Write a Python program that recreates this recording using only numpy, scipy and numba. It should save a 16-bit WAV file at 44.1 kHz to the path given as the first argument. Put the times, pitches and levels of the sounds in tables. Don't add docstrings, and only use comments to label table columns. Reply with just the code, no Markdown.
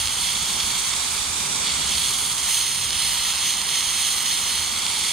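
import sys
import numpy as np
from scipy import signal
from scipy.fft import rfft, irfft
from scipy.io import wavfile
from scipy.ndimage import uniform_filter1d
from numba import njit

SR = 44100
rng = np.random.default_rng(int(sys.argv[2]) if len(sys.argv) > 2 else 0)


def gain_from_db(level_db):
    decades = np.asarray(level_db, float) / 20
    return 10 ** decades


def to_wav(s):
    ch = np.atleast_2d(s).T
    pcm = np.round(np.clip(ch, -1, 1) * 32767)
    wavfile.write(sys.argv[1], SR, pcm.astype(np.int16))


N = 225836
T = np.arange(N) / SR
HZ = np.fft.rfftfreq(N, 1 / SR)


def level(x, db):
    return x * gain_from_db(db) / np.sqrt(np.mean(x ** 2))


def along_time(table):
    s, *columns = np.transpose(table)
    return [np.interp(T, s, c) for c in columns]


def along_pitch(table):
    hz, *columns = np.transpose(table)
    return [np.interp(np.log(HZ + 1), np.log(hz), c) for c in columns]


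def swells(table):
    centre_s, length_s, *columns = np.transpose(table)
    coarse = T[::64]
    phase = np.clip((coarse[:, None] - centre_s) / length_s, -.5, .5)
    shape = np.cos(np.pi * phase) ** 2
    return [np.interp(T, coarse, shape @ c) for c in columns]


def walk(rate):
    hold = int(SR / rate)
    steps = np.repeat(rng.standard_normal(N // hold + 1), hold)
    smooth = uniform_filter1d(uniform_filter1d(steps, hold), hold)[:N]
    return smooth / smooth.std()


def colour(ports, table):
    return irfft(rfft(ports) * gain_from_db(np.array(along_pitch(table))), N)


def partly_alike(common, shared):
    shared = np.clip(shared, 0, 1)
    return np.sqrt(shared) * common + np.sqrt(1 - shared) * rng.standard_normal((2, N))


@njit
def ring(x, hz, width):
    out, first, second = np.empty(len(x), np.complex128), 0j, 0j
    r = np.exp(-np.pi * width / SR)
    for i in range(len(x)):
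        pole = r * np.exp(2j * np.pi * hz[i] / SR)
        first = first * pole + (1 - r) * x[i]
        second = second * pole + (1 - r) * first
        out[i] = 2 * second
    return out


def resonate(x, modes, scale, own=0, flicker_db=0, rate=12):
    out = 0
    for hz, width, left_db, right_db, lead in modes:
        push = x + own * rng.standard_normal(N)
        z = ring(push, hz * scale, 1. * width) * gain_from_db(flicker_db * walk(rate))
        left = gain_from_db(left_db) * (z * np.exp(.5j * lead)).real
        right = gain_from_db(right_db) * (z * np.exp(-.5j * lead)).real
        out = out + np.array([left, right])
    return out


# start_s, jet_db, turned_to_ports_db
STREAM = [(0, -28.5, 0.5), (.5, -28.3, 0.5), (.92, -30, 0.5), (1.02, -31.5, 2), (1.3, -33, 1.5),
          (1.6, -32, 0.5), (1.75, -28.5, -1.5), (1.95, -26, -1), (2.15, -27, 1.5), (2.42, -30.5, 2),
          (2.7, -28, 0.5), (3.15, -26.5, -1.5), (3.6, -28.5, 0), (4.1, -29, 1.5), (4.6, -29.5, 1),
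          (4.9, -28.5, -1.5), (5.12, -29, -2)]
# centre_s, length_s, rise_db, extra_treble_db
SURGES = [(.1, .12, 0, 0), (.28, 0.26, 2, -0.5), (.605, 0.034, 3, -2), (.935, .04, 4.5, -6),
          (1.69, 0.21, 5.5, -4.5), (1.98, 0.29, 1.5, 0.5), (2.06, 0.095, 2, 0.5), (2.55, 0.31, 6.5, 1.5),
          (3.03, 0.18, 4.5, 0.5), (3.14, 0.22, 3.5, 2), (3.28, 0.18, 2.5, 1), (3.48, .2, 4, 1),
          (3.78, .24, 6.5, -1), (3.9, 0.12, 3, 0), (4.04, 0.36, 5, -0.5), (4.3, 0.25, 5.5, -1),
          (4.55, 0.27, 3.5, -1.5), (5.08, 0.14, 2, 1.5)]
USUAL_JET_DB = -28
BODY_DB, HOUSING_DB, TOP_DB = -11, 0.7, -12
BODY_HOLD, BODY_TURN = 1.2, 0.57
HOUSING_TURN, TOP_TURN = 1.13, 1.3


def flow():
    jet_db, turn_db = along_time(STREAM)
    rise_db, treble_db = swells(SURGES)
    body_db = BODY_DB - BODY_HOLD * (jet_db - USUAL_JET_DB) - BODY_TURN * turn_db
    turn_db = turn_db + treble_db
    housing_db = HOUSING_DB + HOUSING_TURN * turn_db
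    top_db = TOP_DB + TOP_TURN * turn_db
    return jet_db + rise_db, body_db, housing_db, top_db


def droplets(per_s, spread_db):
    chance, size = rng.random((N, 2)).T
    size_db = -spread_db * np.log(1 - .98 * size)
    return (chance < per_s / SR) * gain_from_db(size_db) * rng.choice([-1., 1.], N)


# pitch_hz, width_hz, left_db, right_db, left_lead_rad
BODY = [(2110, 545, -2.5, -4, 0.01)]
# pitch_hz, width_hz, left_db, right_db, left_lead_rad
GAP = [(2700, 600, -9, -7.5, -.4), (3200, 620, -1, 4.5, .1), (3750, 600, -6, -5.5, 0),
       (4250, 560, -.5, 2.5, -.3), (5100, 550, -6, -4.5, -1.2), (5550, 500, -7, -6.5, -2.3)]
# pitch_hz, width_hz, left_db, right_db, left_lead_rad
HOUSING = [(6400, 800, -2, 0, 0), (7100, 950, -1, -6, 2.7), (7850, 400, -8, -9, 3.1),
           (8330, 400, -3.5, .5, -.6), (8800, 320, -7, -4, -2.9), (9250, 800, -5, 3.5, -1.2),
           (9800, 600, -12, 0, -1)]
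# pitch_hz, left_db, right_db
TOP = [(9000, -29, -11), (10200, 3, 4.5), (11100, -3, 0), (11770, -4, 6.5), (13100, 4.5, -5),
       (14000, -15, 4.5), (15600, -4, -6), (16500, -20, -23)]


def jet(jet_db, body_db, housing_db, top_db, scale):
    sputter = gain_from_db(0.62 * walk(9.5) + 0.52 * walk(60) + 0.84 * walk(350))
    drops = level(droplets(per_s=250, spread_db=3.0), -16.0)
    body = level(resonate(drops, BODY, scale, sputter), -0.43)
    gap = level(resonate(drops, GAP, scale, sputter), 0.11)
    housing = level(resonate(drops, HOUSING, scale ** 0.24, sputter, flicker_db=1.0), -0.9)
    hiss = partly_alike(rng.standard_normal(N) + drops, shared=0.58)
    top = level(sputter * colour(hiss, TOP), -0.37) * gain_from_db(0.43 * walk(11))
    steam = gap + gain_from_db(body_db) * body + gain_from_db(housing_db) * housing + gain_from_db(top_db) * top
    return gain_from_db(jet_db) * steam


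# pitch_hz, left_db, right_db
FIZZ = [(1160, -16, -12.5), (1700, -10.5, -5), (3400, -3, -1), (5000, -4, -1.5), (6400, -9, -0.5),
        (7540, 0, 4.5), (8450, -24, 3), (9200, -17, -1.5), (10300, -32, -9), (11100, -23, -18),
        (12500, -23, -18), (16000, -35, -31)]
# pitch_hz, width_hz, left_db,
# right_db, left_lead_rad
GLANCING = [(3900, 1600, -7.5, -6.5, 0), (5900, 550, -5, 0, 3), (7500, 600, -2, 1, 3),
            (8200, 400, -6, 0, 2.6), (8950, 500, -8, 0, -2.8)]


def fizz(fizz_db):
    sputter = gain_from_db(0.54 * walk(8.03) + 1.1 * walk(200))
    wide = level(colour(rng.standard_normal((2, N)) * sputter, FIZZ), 1.6)
    glancing = resonate(0, GLANCING, np.ones(N), sputter, flicker_db=3.0, rate=3.53)
    return gain_from_db(fizz_db) * (wide + level(glancing, -0.51))


NULL_HZ, NULL_WIDTH_HZ = 7800, 1100


def cancel(ports, depth):
    hz = NULL_HZ * (1 + .008 * walk(1.2) + .012 * walk(14))
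    return ports - depth * ring(ports.mean(axis=0), hz, 1. * NULL_WIDTH_HZ).real


# pitch_hz, likeness (0 to 1), left_minus_right_db, left_lead_rad
PORTS = [(30, 1, -6, 0.01), (130, 0.96, 0.2, 0.01), (300, 0.94, -2, 0.01), (600, 0.93, -1.5, 0.01),
         (920, 0.92, -5.5, 0.67), (1390, 0.81, -1, 0.62), (1750, 0, 8, 3.5)]


def far(spectrum, trim_db):
    like, pan_db, lead = along_pitch(PORTS)
    like = np.clip(like, 0, 1)
    mid, side = rfft(rng.standard_normal((2, N))) * gain_from_db(along_pitch(spectrum)[0])
    mid = mid * np.sqrt(1 + like)
    side = side * np.sqrt(1 - like)
    tilt = gain_from_db(pan_db / 2) * np.exp(.5j * lead)
    return level(irfft(np.array([(mid + side) * tilt, (mid - side) / tilt]), N), trim_db)


# pitch_hz, level_db (per Hz)
DEEP = [(12, -40), (20, -19), (64, 0), (110, -7), (140, -18), (240, -120)]
# pitch_hz, level_db (per Hz)
RUMBLE = [(65, -47), (110, -1), (221, -0.5), (316, -10.5), (404, -6), (581, -11), (650, -16), (840, -62),
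          (1430, -120)]
# pitch_hz, level_db (per Hz)
TYRES = [(320, -10.5), (550, -17.5), (687, -6), (905, 1.5), (1230, 2), (1590, -3), (1770, -9), (1900, -26),
         (2470, -73), (4180, -120)]
# pitch_hz, width_hz, level_db
DRONES = [
    (56, 17, -12.5),
    (82.5, 17.5, -7),
    (165.5, 9, -12.5),
]
# centre_s, length_s, deep_rise_db, rumble_rise_db, tyre_rise_db
PASSES = [
    (.03, .25, 8.5, -3, -1),
    (.62, 0.37, 9.5, 2, 1.5),
    (1.18, 0.47, 6.5, 0, -0.5),
    (1.45, 0.66, -3, 4, 0),
    (1.85, 1, 5.5, 1.5, 1),
    (2.8, 0.48, 3, -1, -3),
    (4.65, .8, 4.5, -0.5, -0.5),
]
DEEP_DB, RUMBLE_DB, TYRES_DB = -48.5, -47.5, -38
DEEP_WANDER_DB, RUMBLE_WANDER_DB, TYRES_WANDER_DB = 2.5, 1.3, 0.14


def traffic():
    deep_db, rumble_db, tyre_db = swells(PASSES)
    deep_db = deep_db + DEEP_DB + DEEP_WANDER_DB * walk(3.98)
    rumble_db = rumble_db + RUMBLE_DB + RUMBLE_WANDER_DB * walk(3.6)
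    tyre_db = tyre_db + TYRES_DB + TYRES_WANDER_DB * walk(3.9)
    drones = 0
    for hz, width, db in DRONES:
        noise = rng.standard_normal(N)
        wavering_hz = hz * (1 + 0.042 * walk(0.68))
        drones = drones + level(ring(noise, wavering_hz, 1. * width).real, db)
    engines = (far(DEEP, -0.61) + drones) * gain_from_db(deep_db) + far(RUMBLE, 0.8) * gain_from_db(rumble_db)
    return engines + far(TYRES, 0.081) * gain_from_db(tyre_db)


# start_s, peak_db
SPITS = [(0.0563, -10), (0.073, -9), (0.0823, -9), (0.3681, -11), (0.6028, -9), (0.6062, -9), (0.6086, -11),
         (0.6321, -13), (0.9368, -11), (0.9387, -11), (1.9378, -9), (1.9541, -9), (1.9818, -10),
         (2.3813, -11), (2.9059, -7), (2.9304, -9), (3.3367, -9), (3.3584, -10), (3.3788, -10),
         (3.3849, -10), (3.538, -7), (3.5409, -13), (3.6158, -9), (3.8075, -8), (4.1222, -12), (4.1822, -9),
         (4.263, -10), (4.8645, -9), (4.867, -11), (5.0109, -11)]
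# pitch_hz, width_hz, left_db, right_db, left_lead_rad
CRACK = [(4200, 3400, -3, -1, 0)]
SPIT_HOUSING_DB = -5


def spits(scale):
    start_s, peak_db = np.transpose(SPITS)
    at = (start_s * SR).astype(int) + 22
    push, sharp, still = np.zeros(N), np.zeros(N), np.ones(N)
    push[at] = gain_from_db(peak_db)
    sharp[at] = gain_from_db(peak_db + SPIT_HOUSING_DB)
    rung = resonate(push, GAP, scale) + resonate(sharp, HOUSING, still)
    drop = resonate(push, CRACK, still) + gain_from_db(-6) * rung
    return drop * gain_from_db(peak_db.max() + .5) / np.abs(drop.mean(axis=0)).max()


# start_s, fizz_on_paint_db, third_gap_ring_hz
AIM = [(0, -33, 3230), (.4, -32, 3340), (.9, -29, 3330), (1.05, -29, 3500), (1.5, -28.5, 3590),
       (1.7, -27, 3370), (1.9, -29, 3320), (2.3, -33.5, 3360), (2.5, -31, 3190), (2.7, -35, 3220),
       (3.2, -33.5, 3180), (3.7, -34.5, 3205), (4.2, -33, 3200), (4.6, -33.5, 3210), (4.8, -31.5, 3350),
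       (5.12, -31.5, 3340)]
GAP_THIRD_HZ = 3200


def scene():
    fizz_db, third_hz = along_time(AIM)
    scale = third_hz / GAP_THIRD_HZ
    square = np.clip(1.4 - 30 * (scale - 1), .05, .7)
    steam = jet(*flow(), scale) + fizz(fizz_db)
    return cancel(steam, square) + spits(scale) + traffic()


@njit
def duck(x, top, ratio, attack, release):
    gain, loudness = np.ones(len(x)), 0.
    for i in range(len(x)):
        loudness += (x[i] - loudness) * (attack if x[i] > loudness else release)
        if loudness > top:
            gain[i] = (top / loudness) ** (1 - 1 / ratio)
    return gain


def low_pass(x):
    return signal.sosfilt(signal.butter(12, 15810, fs=SR, output="sos"), x)


TOP_HZ = 15800


def record(dry):
    attack, release = 1 / (.0007 * SR), 1 / (.04 * SR)
    gain = duck(np.abs(dry).max(axis=0), gain_from_db(-15), 2., attack, release)
    cut = irfft(rfft(dry * gain) / (1 + (HZ / TOP_HZ) ** 400), N)
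    return low_pass(cut)


dry = scene()
out = record(dry)
to_wav(out)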